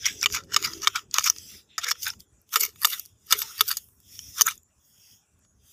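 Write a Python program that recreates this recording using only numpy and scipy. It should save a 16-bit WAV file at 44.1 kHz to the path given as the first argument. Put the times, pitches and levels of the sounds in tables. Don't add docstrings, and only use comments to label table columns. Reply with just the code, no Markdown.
import sys
import numpy as np
from scipy import signal
from scipy.fft import rfft, irfft
from scipy.io import wavfile
from scipy.ndimage import uniform_filter1d

SR = 44100
rng = np.random.default_rng(int(sys.argv[2]) if len(sys.argv) > 2 else 0)


def unload_wav(signal):
    wavfile.write(
        sys.argv[1],
        SR,
        np.round(np.clip(np.atleast_2d(signal).T, -1, 1) * 32767).astype(np.int16),
    )


def amplitude_ratio(level_db):
    exponent = np.asarray(level_db, float) / 20
    return 10 ** exponent


N = 252252

# t/s, level/dB
RUMBLE_LEVEL = [(0, -59.5), (.13, -54.5), (.83, -54.5), (.87, -61.5), (1.1, -62.5), (1.55, -58.5),
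                (1.75, -69), (2.1, -61.5), (2.5, -71.5), (2.66, -61.5), (3.2, -66), (3.45, -62),
                (3.8, -61.5), (4, -69.5), (4.2, -61.5), (4.58, -58.5), (4.65, -72), (5.72, -67.5)]
# f/Hz, density/dB per Hz
AIR_SPECTRUM = [(290, -35.5), (500, -4.5), (1990, -9), (3100, -6), (4020, -17.5), (6640, -2), (15500, -20)]
# f/Hz, width/Hz, level/dB
LEANING_MODES = [(5660, 180, -10.5), (6960, 520, 4.5), (8000, 250, -9), (10130, 250, -7), (10500, 250, -11)]

# f/Hz, width/Hz, level/dB
GRASS_LOW_MODES = [(2000, 500, -11), (2700, 400, -6), (3400, 550, 0)]
GRASS_BODY_MODES = [(5100, 450, -2), (5700, 500, 0), (6400, 450, -1), (7050, 450, -4)]
GRASS_TOP_MODES = [(8360, 510, -14), (10100, 600, -10.5), (12000, 9900, -2), (14300, 2000, -4)]
# f/Hz, width/Hz, level/dB
GRASS_PRESSED_MODES = [(1400, 350, -0.5), (2300, 450, -3), (3600, 800, 0)]
# t/s of most pressure, level/dB, low modes rel/dB,
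# rise/ms per 10 dB, fall/ms per 10 dB
GRASS_STROKES = [(0.062, -33, -5.5, 38, 64), (0.239, -29.5, -8, 25.5, 9), (0.349, -28, -8.5, 27, 20),
                 (.65, -32.5, -9, 47.5, 50.5), (.87, -43, 0, 44.5, 49), (0.959, -35, -1.5, 15.5, 26),
                 (1.261, -23, -11, 26.5, 18), (1.888, -25, -11.5, 8.5, 15.5), (2.041, -29.5, -43, 19, 32.5),
                 (2.079, -35, 1.5, 24, 21), (2.2, -54, -2.5, 4, 22), (2.543, -37, -3.5, 13.5, 32),
                 (2.64, -56, -7, 66, 37), (2.849, -39, -4, 26, 54), (2.939, -43, 0, 66, 56.5),
                 (3.33, -43.5, 1.5, 14, 66.5), (3.61, -44.5, -0.5, 85.5, 32), (3.711, -39.5, -3, 64.5, 47),
                 (4.401, -31, -8, 30, 25.5), (4.48, -31.5, -4, 20, 27.5)]
# start t/s, hold/s, level/dB, low modes rel/dB
PRESSED_HOLDS = [
    (0.537, 0.062, -48.5, 1.5),
    (0.709, 0.074, -46, -6),
    (1.148, 0.055, -37.5, -4.5),
    (1.494, 0.11, -66.5, 11.5),
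    (1.706, 0.061, -72.5, 16),
    (1.817, 0.059, -47, 3),
    (1.95, 0.11, -59.5, 4),
]
# start t/s, hold/s, level/dB, top modes rel/dB, fall/ms per 10 dB
LAWN_SWEEPS = [
    (1.364, 0.19, -48.5, -4.5, 44),
    (3.397, 0.12, -43.5, -4, 59),
    (3.81, 0.063, -83, 24, 85),
    (4.138, 0.17, -51.5, -1, 28.5),
    (4.857, 0.16, -65.5, 0, 57),
    (5.034, 0.1, -57.5, -2.5, 52),
    (5.72, 0.015, -55.5, -1.5, 44),
]
# t/s, gain of the top modes/dB
BLADE_FACING = [
    (0, -15),
    (.6, -13),
    (1.25, -11.5),
    (1.9, -11.5),
    (2.2, -3.5),
    (2.55, 1),
    (3.0, -0.5),
    (3.7, -3.5),
    (4.5, -6.5),
]

# f/Hz, width/Hz, level/dB
STEEL_LOW_MODES = [(1020, 310, -8.5), (1275, 570, 3), (1834, 750, 0.5)]
STEEL_BODY_MODES = [(2226, 680, -5), (2903, 970, -1.5), (3620, 930, -1.5), (4311, 720, -3.5),
                    (4780, 1400, 3), (5482, 870, 1), (6030, 730, 1.5), (6714, 880, 3.5), (7820, 740, -2.5)]
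STEEL_TOP_MODES = [(8800, 600, -7), (9600, 600, -6), (10900, 700, -4), (11900, 700, 0), (13100, 800, 1),
                   (14400, 850, -2)]
# f/Hz, width/Hz, level/dB
GRIP_MODES = [(514, 110, -32.5), (687, 94, -38), (907, 200, -25.5)]
# t/s, peak level/dB, low modes rel/dB, fall/ms per 10 dB
HARD_CLACKS = [(0.229, -10, -11.5, 2.5), (0.259, -9, -6, 6.5), (0.563, -7.5, -5.5, 7.5),
               (0.8722, -6.5, -0.5, 2), (0.877, -12, -7.5, 4), (0.957, -22.5, -13, 13),
               (1.1414, -12.5, -13, 5), (1.1837, -6, -3.5, 3), (1.193, -19.5, -15, 7.5),
               (1.2411, -18, -23.5, 14.5), (1.2989, -7.5, -16, 5), (1.7805, -18.5, -2.5, 11.5),
               (1.9094, -18, -20.5, -0.5), (1.9129, -13, -8, 7.5), (2.558, -11, -2.5, 7),
               (2.5668, -21.5, -4.5, 13), (2.8468, -10.5, 1.5, 5.5), (2.8526, -11, -11, 5),
               (3.324, -6.5, -4.5, 9), (3.6078, -8.5, -5.5, 7), (3.679, -30.5, -39, 12),
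               (3.7695, -22.5, -19, 9), (4.4104, -4, -7.5, 3), (4.417, -7.5, -19, 5),
               (4.509, -29.5, -6.5, 14.5)]
# t/s, peak level/dB, low modes rel/dB, brightness/dB
LIGHT_TICKS = [(0.2131, -25, -30.5, -14), (0.7344, -25, -13.5, -5), (0.8194, -27.5, -18, -4.5),
               (1.1115, -33, -27.5, -24), (1.259, -33, 8.5, 26.5), (2.102, -22, -9, -6),
               (2.204, -39, -35, -9), (2.4156, -67, -28, 12), (2.4912, -50.5, -14, -4),
               (2.6512, -27, -8, 7.5), (2.759, -49.5, -4, 0), (2.8174, -33.5, -12, 6.5),
               (2.996, -29, -20.5, 2.5), (3.0589, -44, -28, 1), (3.842, -70, -18, 27.5),
               (3.887, -61, -7, 19), (4.002, -51, -19, 2), (4.191, -29, -19, -22), (4.5776, -43, -25, -3),
               (4.632, -54.5, -25, 1), (5.3908, -68, -28.5, 10), (5.449, -57, -7, -3.5)]
# t/s, peak level/dB, low modes rel/dB, brightness/dB
STALK_SNAPS = [(.057, -16.5, -22, -7), (.301, -34.5, -3.5, 0), (.3245, -25.5, -36, 0),
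               (.4368, -44, -28, -9), (.538, -38.5, -21.5, -5.5), (.549, -35.5, -15, -5),
               (.626, -22.5, -11, 6), (.6448, -31.5, -14, -17), (.7265, -43, 0, 0),
               (1.224, -33, -11.5, -0.5), (1.2825, -20, -9, -0.5), (1.3625, -36, -9.5, -3),
               (1.384, -35, -23, -3.5), (1.814, -37, -13, -6), (1.8445, -23.5, -21, -4),
               (1.9015, -23, -16, -9), (2.0225, -28, -30, -14), (2.046, -29, -33, -2.5),
               (2.0665, -19.5, -4.5, -11), (2.5975, -32.5, -29, -2.5), (2.6285, -26, -20.5, -6),
               (2.833, -24.5, -20, -0.5), (2.8705, -34.5, -34, 0), (2.8738, -31, -25.5, 2.5),
               (2.9145, -34.5, -21.5, 4), (3.053, -43, -18, -2), (3.418, -25.5, -1.5, 16.5),
               (3.58, -38, -29, 5), (3.6115, -15.5, -25, 6), (3.6855, -28, -22.5, 8.5),
               (3.692, -32, -31, 13), (3.7855, -47, -18, 12), (4.368, -43, -12, -5),
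               (4.555, -53, -23, 11.5)]
# peak t/s, level/dB, low modes rel/dB, spread/ms per 10
# dB
CLOSING_RASPS = [(0.2436, -11, -13.5, 7.5), (0.5227, -44, 7.5, 19.5), (0.5447, -22.5, -8, 15.5),
                 (0.7753, -38.5, -22, 5.5), (0.8422, -25, -6.5, 18.5), (0.8587, -35.5, 0.5, 6.5),
                 (1.166, -23, 1, 13), (1.8433, -16, -4.5, 7.5), (1.8664, -25, -1, 0),
                 (1.8846, -25.5, 1.5, 24), (2.193, -50, -37, -2), (2.5419, -20, -5, 8),
                 (2.6112, -17.5, -20, 9.5), (2.8354, -25, -2.5, 11), (3.269, -50, -33, 5),
                 (3.3144, -20, -6, 12), (3.596, -26, -4.5, 9.5), (4.1522, -49.5, -22, 34),
                 (4.395, -26.5, 0.5, 16), (4.4685, -18.5, -25, 7.5)]
OPENING_RASPS = [(0.0648, -19.5, -13, 13), (0.3264, -30, -42, 5.5), (0.3333, -16, -52, 0.74),
                 (0.3494, -19.5, -20, 13), (0.365, -26.5, -3, 12), (0.376, -34.5, 4.5, 22),
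                 (0.4438, -52, -31, 8), (0.6468, -14, -13.5, 10.2), (.661, -36.5, 5.5, 39),
                 (0.984, -46, 10.5, 20.6), (0.9925, -24, -2, 0.64), (1.2085, -31.5, 2, 5.4),
                 (1.273, -22, -8, 23), (1.2847, -32.5, -5, 2.1), (1.9548, -50, 3, 10),
                 (2.0305, -33, -32, 13), (2.0673, -46, -22, 11), (2.081, -20.5, -41, 3.3),
                 (2.134, -50, 2, 6.6),
                 (2.6325, -22.5, -10.5, 23), (2.669, -43.5, -8, 34), (2.8713, -24.5, 6, 0.99),
                      (2.9012, -31, -22, 25), (2.9298, -24.5, -8, 12), (2.975, -45, 2, 6.3),
                      (2.984, -35, -9.5, 3.4), (3.356, -39, -1, 18), (3.3897, -32, -34.5, 20),
                      (3.4047, -36.5, -39.5, 13), (3.4205, -25.5, -11.5, 11), (3.4427, -46.5, -5, 43),
                      (3.685, -28.5, -40, 14), (3.7135, -20, -5, 10.7), (4.4861, -20.5, -21, 8.6)]
# t/s, f/Hz, level over the other modes/dB
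SINGING_MODES = [(0.057, 4900, 2.5), (0.065, 6700, 4), (0.066, 2170, 15), (0.068, 5550, 17),
                 (0.23, 5450, 19), (0.242, 5800, 10), (0.245, 2344, 23), (0.26, 2890, 13.5),
                 (0.26, 7250, 14), (0.263, 12000, -1), (0.347, 5360, 14), (0.354, 2220, 12),
                 (0.365, 2400, 21.5), (0.368, 5570, 11.5), (0.382, 1360, 24.5), (0.511, 1430, 25),
                 (0.535, 1440, 14.5), (0.553, 5060, 16.5), (0.565, 1220, 11), (0.64, 6900, 7.5),
                 (0.646, 4870, 19.5), (0.649, 2230, 18.5), (0.661, 5500, 19), (0.676, 1330, 20),
                 (0.737, 5180, 26), (0.842, 5560, 9.5), (0.874, 1187, 15), (0.873, 3237, 8.5),
                 (0.874, 5410, 6.5), (0.965, 2280, 28.5), (1.144, 1190, 14.5), (1.145, 5960, 6),
                 (1.16, 5450, 13.5), (1.162, 6540, 9.5), (1.166, 2470, 20.5), (1.186, 1210, 5.5),
                 (1.231, 1380, 15.5), (1.244, 6630, 12), (1.251, 1700, 17), (1.26, 5650, 13.5),
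                 (1.273, 5860, 7.5), (1.285, 5120, 17), (1.3, 5970, 22), (1.301, 15400, 15.5),
                 (1.302, 2950, 21.5), (1.781, 5210, 19.5), (1.784, 1350, -3), (1.784, 6840, 15.5),
                 (1.826, 1390, 18.5), (1.844, 1333, 29), (1.845, 5950, 5), (1.883, 1690, 45),
                 (1.886, 4940, 13), (1.889, 5860, 12.5), (1.916, 1240, 5), (1.916, 3430, 5),
                 (1.916, 5450, 9),
                 (2.047, 13700, 16), (2.067, 1770, 18.5), (2.067, 4880, 21), (2.069, 3730, 16),
                      (2.081, 6300, 12), (2.08, 14740, 5), (2.076, 1050, -18), (2.083, 1740, 9),
                      (2.101, 1365, 14), (2.102, 5340, 24), (2.545, 6010, 9), (2.559, 7110, 5.5),
                      (2.61, 7000, 11), (2.611, 11720, 6.4), (2.632, 13670, 14), (2.633, 2200, 8.7),
                      (2.654, 10940, 6.6), (2.835, 4704, 12), (2.851, 1220, 15), (2.852, 7635, 10.6),
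                      (2.931, 3573, 10), (2.998, 13100, 15), (3.311, 2930, 9.5), (3.313, 4917, 10),
                      (3.328, 8020, 7), (3.328, 13500, 6), (3.404, 13200, 15), (3.42, 13090, 13),
                      (3.583, 4670, 20), (3.593, 13020, 13), (3.599, 4740, 11), (3.609, 1270, 12),
                      (3.61, 3510, 9.9), (3.683, 1540, 18), (3.688, 13820, 7.7), (3.688, 14970, 11),
                      (3.707, 4624, 24), (3.712, 1050, -17), (4.003, 7570, 22), (4.193, 3126, 34),
                      (4.193, 4680, -7), (4.381, 6030, 13), (4.394, 5790, 11), (4.41, 3043, 16),
                      (4.41, 6090, 14), (4.413, 1160, 20), (4.419, 9050, 9), (4.421, 14800, 11),
                      (4.468, 6880, 26), (4.484, 6050, 8), (4.487, 3453, 13), (4.489, 2274, 18),
                      (4.579, 6740, 31.5), (4.634, 7000, 22)]

# start t/s, length/s, level/dB, f/Hz
GRIP_HUMS = [
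    (.13, .1, -62, 430),
    (0.144, 0.08, -67.5, 528),
    (0.236, 0.12, -54.5, 422),
    (.38, 0.16, -66, 546),
    (0.483, 0.042, -63, 395),
    (0.555, .14, -53, 400.3),
    (.58, .09, -54, 320),
    (.69, 0.13, -51, 331),
    (.7, 0.22, -54.5, 392),
]
# t/s, peak level/dB, f/Hz, t60/s
GRIP_KNOCKS = [(1.782, -35.5, 690, 0.051), (1.851, -48.5, 486, 0.26), (2.067, -42, 885, 0.13),
               (2.563, -39, 449, 0.15), (2.614, -40, 418.5, 0.16), (2.678, -45, 425, 0.083),
               (2.85, -48.5, 466, 0.16), (3.328, -43, 420, 0.34), (3.418, -37, 905, 0.1),
               (3.613, -30.5, 427, 0.071), (4.412, -41, 430, 0.12)]


def rms_one(x):
    return x / np.sqrt(np.mean(x ** 2) + 1e-20)


def drift(rate):
    r = np.exp(-32 * np.pi * rate / SR)
    slow = signal.lfilter([1], [1, -2 * r, r * r], rng.standard_normal(N // 16 + 3002))[3000:]
    return np.interp(np.arange(N) / 16, np.arange(len(slow)), rms_one(slow))


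def grit(shape, spread_db):
    grain_db = spread_db * np.minimum(rng.exponential(1, shape), 5)
    return rms_one(rng.standard_normal(shape) * amplitude_ratio(grain_db))


def resonate(x, hz, width):
    r = np.exp(-np.pi * width / SR)
    b = [1 - r * r, 0, r * r - 1]
    a = [2, -4 * r * np.cos(2 * np.pi * hz / SR), 2 * r * r]
    once = signal.lfilter(b, a, x + 1e-18)
    return signal.lfilter(b, a, once) * np.sqrt(2 * SR / (np.pi * width))


def gliding(x, hz, width):
    r = np.exp(-np.pi * width / SR)
    turn = np.exp(2j * np.pi * np.cumsum(hz) / SR)
    smooth = signal.lfilter([1], [1, -2 * r, r * r], x / turn)
    return rms_one((smooth * turn).real)


def rustle(modes, level_db, patchy_db, wander=0):
    flicker = [amplitude_ratio(patchy_db * drift(9)) for mode in modes]
    rings = 0
    for gain, (hz, width, db) in zip(flicker, modes):
        grains = grit(N, spread_db=2.0)
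        if wander == 0:
            ring = resonate(grains, hz, width)
        else:
            ring = gliding(grains, hz * np.exp(wander * drift(3)), width)
        rings = rings + amplitude_ratio(db) * gain * ring
    return amplitude_ratio(level_db) * rms_one(rings)


def rumble():
    t = np.arange(N) / SR
    low_db = np.interp(t, *np.transpose(RUMBLE_LEVEL))
    settled_s = t - .845
    grip_db = low_db + np.where(settled_s < 0, -3, -6.5 - 2 * settled_s)
    low_modes = [(66, 50, -8), (92, 45, -7), (160.9, 150, -10.5)]     # f/Hz, width/Hz, level/dB
    grip_modes = [(255, 240, 3.5), (315.9, 45, -2.5), (408.6, 79, 2.5)]
    low = rustle(low_modes, low_db - 1 + 3.5 * drift(9), patchy_db=2)
    return low + rustle(grip_modes, grip_db, patchy_db=2.0)


def air():
    hz, db = np.transpose(AIR_SPECTRUM)
    bands = []
    for f in np.geomspace(600, 14000, 12):
        density_db = np.interp(np.log(f), np.log(hz), db)
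        bands.append((f, .3 * f, density_db + 10 * np.log10(f)))
    return rustle(bands, -69 - 2.5 + 1.3 * drift(10), patchy_db=2.5)


def leaning_stalks():
    return rustle(LEANING_MODES, -73.5, patchy_db=5.5, wander=.03)


def facing_db(s):
    return np.interp(s, *np.transpose(BLADE_FACING))


def pressure_db():
    t = np.arange(0, N, 64) / SR
    stroke_top_db = 4
    moves = [(s, 0, db, low, facing_db(s) + stroke_top_db, rise, fall)
             for s, db, low, rise, fall in GRASS_STROKES]
    moves += [(s, hold, db, low, facing_db(s) + stroke_top_db, 13, 19)
              for s, hold, db, low in PRESSED_HOLDS]
    moves += [(s, hold, db, -7, top, 68, fall) for s, hold, db, top, fall in LAWN_SWEEPS]
    s, hold, db, low, top, rise, fall = np.transpose(moves)[:, :, None]
    before = np.maximum(s - t, 0) / np.maximum(rise, 1)
    after = np.maximum(t - s - hold, 0) / np.maximum(fall, 1)
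    swell_db = db - 1e4 * (before + after)
    levels = []
    for rel, rest_db in [(0, -89.5), (low, -92), (top, -85.5)]:
        power = amplitude_ratio(2 * rest_db) + amplitude_ratio(2 * (swell_db + rel)).sum(axis=0)
        levels.append(np.interp(np.arange(N) / SR, t, 10 * np.log10(power)))
    return levels


def brushing():
    body_db, low_db, top_db = pressure_db()
    pressure = np.clip((body_db + 49.5) / 25, 0, 1)
    stutter = amplitude_ratio(pressure * (6 * drift(150) - 5))
    pressed_db = low_db - 20 + 29 * np.clip((low_db + 58) / 16, 0, 1)
    hiss = rustle(GRASS_LOW_MODES, low_db - 1.5, patchy_db=2.5, wander=.035)
    hiss += rustle(GRASS_PRESSED_MODES, pressed_db, patchy_db=4, wander=.06)
    hiss += rustle(GRASS_BODY_MODES, body_db, patchy_db=3, wander=.03)
    hiss += rustle(GRASS_TOP_MODES, top_db, patchy_db=1.5)
    return signal.sosfilt(signal.butter(4, 950, "high", fs=SR, output="sos"), stutter * hiss)


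def contacts():
    blows = [(s, db, low, .1, fall) for s, db, low, fall in HARD_CLACKS]
    blows += [(s, db, low, .1, 3.5) for s, db, low, bright in LIGHT_TICKS]     # fall, ms per 10 dB
    blows += [(s, db, low, .1, 1.2) for s, db, low, bright in STALK_SNAPS]
    rasps = [(s, db, low, 0.37 * ms, 0.48 * ms) for s, db, low, ms in CLOSING_RASPS]
    rasps += [(s, db, low, 0.3 * ms, 1.1 * ms) for s, db, low, ms in OPENING_RASPS]
    s, peak_db, low_db, rise_ms, fall_ms = np.transpose(blows + rasps)[:, :, None]
    top_db = facing_db(s) - 0.39 * (low_db + 13)
    top_db[len(HARD_CLACKS):len(blows), 0] += np.transpose(LIGHT_TICKS + STALK_SNAPS)[3]
    is_blow = np.arange(len(s))[:, None] < len(blows)
    weight_db = np.where(is_blow, 6 + 1.2 * low_db, -5.0 - 0.27 * (top_db + 9.5))
    return len(blows), s, peak_db, low_db, top_db, rise_ms, fall_ms, weight_db


def singing(s, hz):
    at, pitch, db = np.transpose(SINGING_MODES)[:, :, None, None]
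    reach_s, reach_log_pitch = .007, .07
    apart = np.log(pitch / hz)
    now = np.exp(-.5 * ((s - at) / reach_s) ** 2)
    near = np.exp(-.5 * (apart / reach_log_pitch) ** 2)
    nearest = abs(apart) == abs(apart).min(axis=-1, keepdims=True)
    pull = abs(db) * now * np.sqrt(near) * nearest
    shift = (pull * apart).sum(axis=0) / (pull.sum(axis=0) + 1)
    return (db * now * near).sum(axis=0), hz * np.exp(shift)


def ring_shape(hz, width, size):
    r = np.exp(-np.pi * width / SR)
    z = np.exp(-2j * np.pi * np.arange(size // 2 + 1) / size)
    poles = 1 + r * r * z * z - 2 * r * np.cos(2 * np.pi * hz / SR) * z
    once = (1 - r * r) / 2 * (1 - z * z) / poles
    return once * once * np.sqrt(2 * SR / (np.pi * width))


def blades():
    half = 3072
    blows, s, peak_db, low_db, top_db, rise_ms, fall_ms, weight_db = contacts()
    start = (s * SR).astype(int)
    ms = np.arange(-half, half) * 1000 / SR
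    rising = ms / np.maximum(2.1 * rise_ms, .1)
    falling = -ms / np.maximum(0.78 * fall_ms - .6, .3)
    slope_db = 10 * np.where(ms < 0, rising, falling)
    bursts = grit((len(s), 2 * half), spread_db=3.0) * amplitude_ratio(peak_db + slope_db)
    bursts[:blows, half] = 7.5 * amplitude_ratio(peak_db[:blows, 0])

    where = (start + np.arange(2 * half)).ravel()
    crackle_db = 4 * drift(300)[np.clip(where - half, 0, N - 1)].reshape(bursts.shape) - 2
    bursts[blows:] *= amplitude_ratio(crackle_db[blows:])

    crack = amplitude_ratio(peak_db + 0.5 * weight_db + 6.5)[:blows, 0]
    pulses = np.bincount(start[:blows, 0], crack, N)
    out = signal.sosfilt(signal.butter(2, [1000, 4500], "band", fs=SR, output="sos"), pulses)

    uneven_db = np.where(rise_ms < .15, 2.0, 3.0)
    colour = 0
    regions = [(STEEL_LOW_MODES, low_db - 5.0), (STEEL_BODY_MODES, -3.0), (STEEL_TOP_MODES, top_db - 3.0)]
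    for modes, region_db in regions:
        mode_hz, _, mode_db = np.transpose(modes)
        heavy = (2000 < mode_hz) & (mode_hz < 4300)
        sing_db, ring_hz = singing(s, mode_hz)
        chance_db = uneven_db * rng.standard_normal((len(s), len(modes)))
        share = amplitude_ratio(mode_db + heavy * (weight_db + 7.0) + sing_db + chance_db)
        share /= np.linalg.norm(share, axis=1, keepdims=True)
        for k, (hz, width, db) in enumerate(modes):
            ring = ring_shape(ring_hz[:, k:k + 1], min(width, 190 + .05 * hz), 2 * half)
            colour = colour + (-1) ** k * amplitude_ratio(region_db) * share[:, k:k + 1] * ring
    rung = irfft(rfft(bursts) * colour)
    out += np.bincount(where, rung.ravel(), N + 2 * half)[half:half + N]

    bursts[blows:] *= amplitude_ratio(-12)
    shaking = amplitude_ratio(low_db + 0.23 * (peak_db + 16.0)) * bursts
    jolt = np.bincount(where, shaking.ravel(), N + 2 * half)[half:half + N]
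    return out + sum(amplitude_ratio(db) * resonate(jolt, hz, width) for hz, width, db in GRIP_MODES)


def garden(x):
    delays = [(.003, -25.5), (.011, -28.5), (.027, -37)]     # t/s, level/dB
    echoes = sum(amplitude_ratio(db) * np.roll(x, int(s * SR)) for s, db in delays)
    return x + signal.lfilter([.6], [1, -.4], echoes)


def hums():
    t, out = np.arange(N) / SR, 0
    waver = np.cumsum(1 + .02 * drift(20)) / SR
    for s, length, db, hz in GRIP_HUMS:
        swell = np.sin(np.pi * np.clip((t - s) / length, 0, 1)) ** .5
        out = out + amplitude_ratio(db) * swell * np.sin(2 * np.pi * hz * waver)
    return out * amplitude_ratio(4.4 * drift(40))


def grips():
    t, out = np.arange(N) / SR, 0
    for s, db, hz, t60 in GRIP_KNOCKS:
        age = np.maximum(t - s, 0)
        envelope = (1 - np.exp(-age / 0.0058)) * amplitude_ratio(db - 60 * age / t60)
        out = out + envelope * np.sin(2 * np.pi * hz * age)
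    return out * amplitude_ratio(4.7 * drift(60) + 1.0)


def scene():
    ground = rumble() + air()
    grass = leaning_stalks() + brushing()
    return (ground + grass + garden(blades()) + hums() + grips())[None]


def hiss_remover(x):
    threshold_db, depth_db, lowest_hz = -94.5, -8.5, 1800
    hz, t, cells = signal.stft(x, SR, nperseg=512)
    over = np.minimum(abs(cells) ** 2 / amplitude_ratio(2 * threshold_db), 12)
    over = uniform_filter1d(over, size=9, axis=-1)
    gain = np.maximum(1.09 - 1 / (over + 1e-9), amplitude_ratio(depth_db))
    gain[..., hz < lowest_hz, :] = 1
    return signal.istft(cells * gain, SR, nperseg=512)[1][..., :N]


def band_limit(x):
    return signal.sosfilt(signal.butter(12, 16630, fs=SR, output="sos"), x)


def record(dry):
    shaved = dry - 1.2 * np.tanh(dry / 1.2)
    excess = signal.sosfilt(signal.butter(2, 500, "high", fs=SR, output="sos"), shaved)
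    rounded = hiss_remover(dry - excess)
    mix = signal.sosfilt(signal.cheby2(16, 32, 15650, fs=SR, output="sos"), rounded)
    return band_limit(mix)


dry = scene()
out = record(dry)
unload_wav(out)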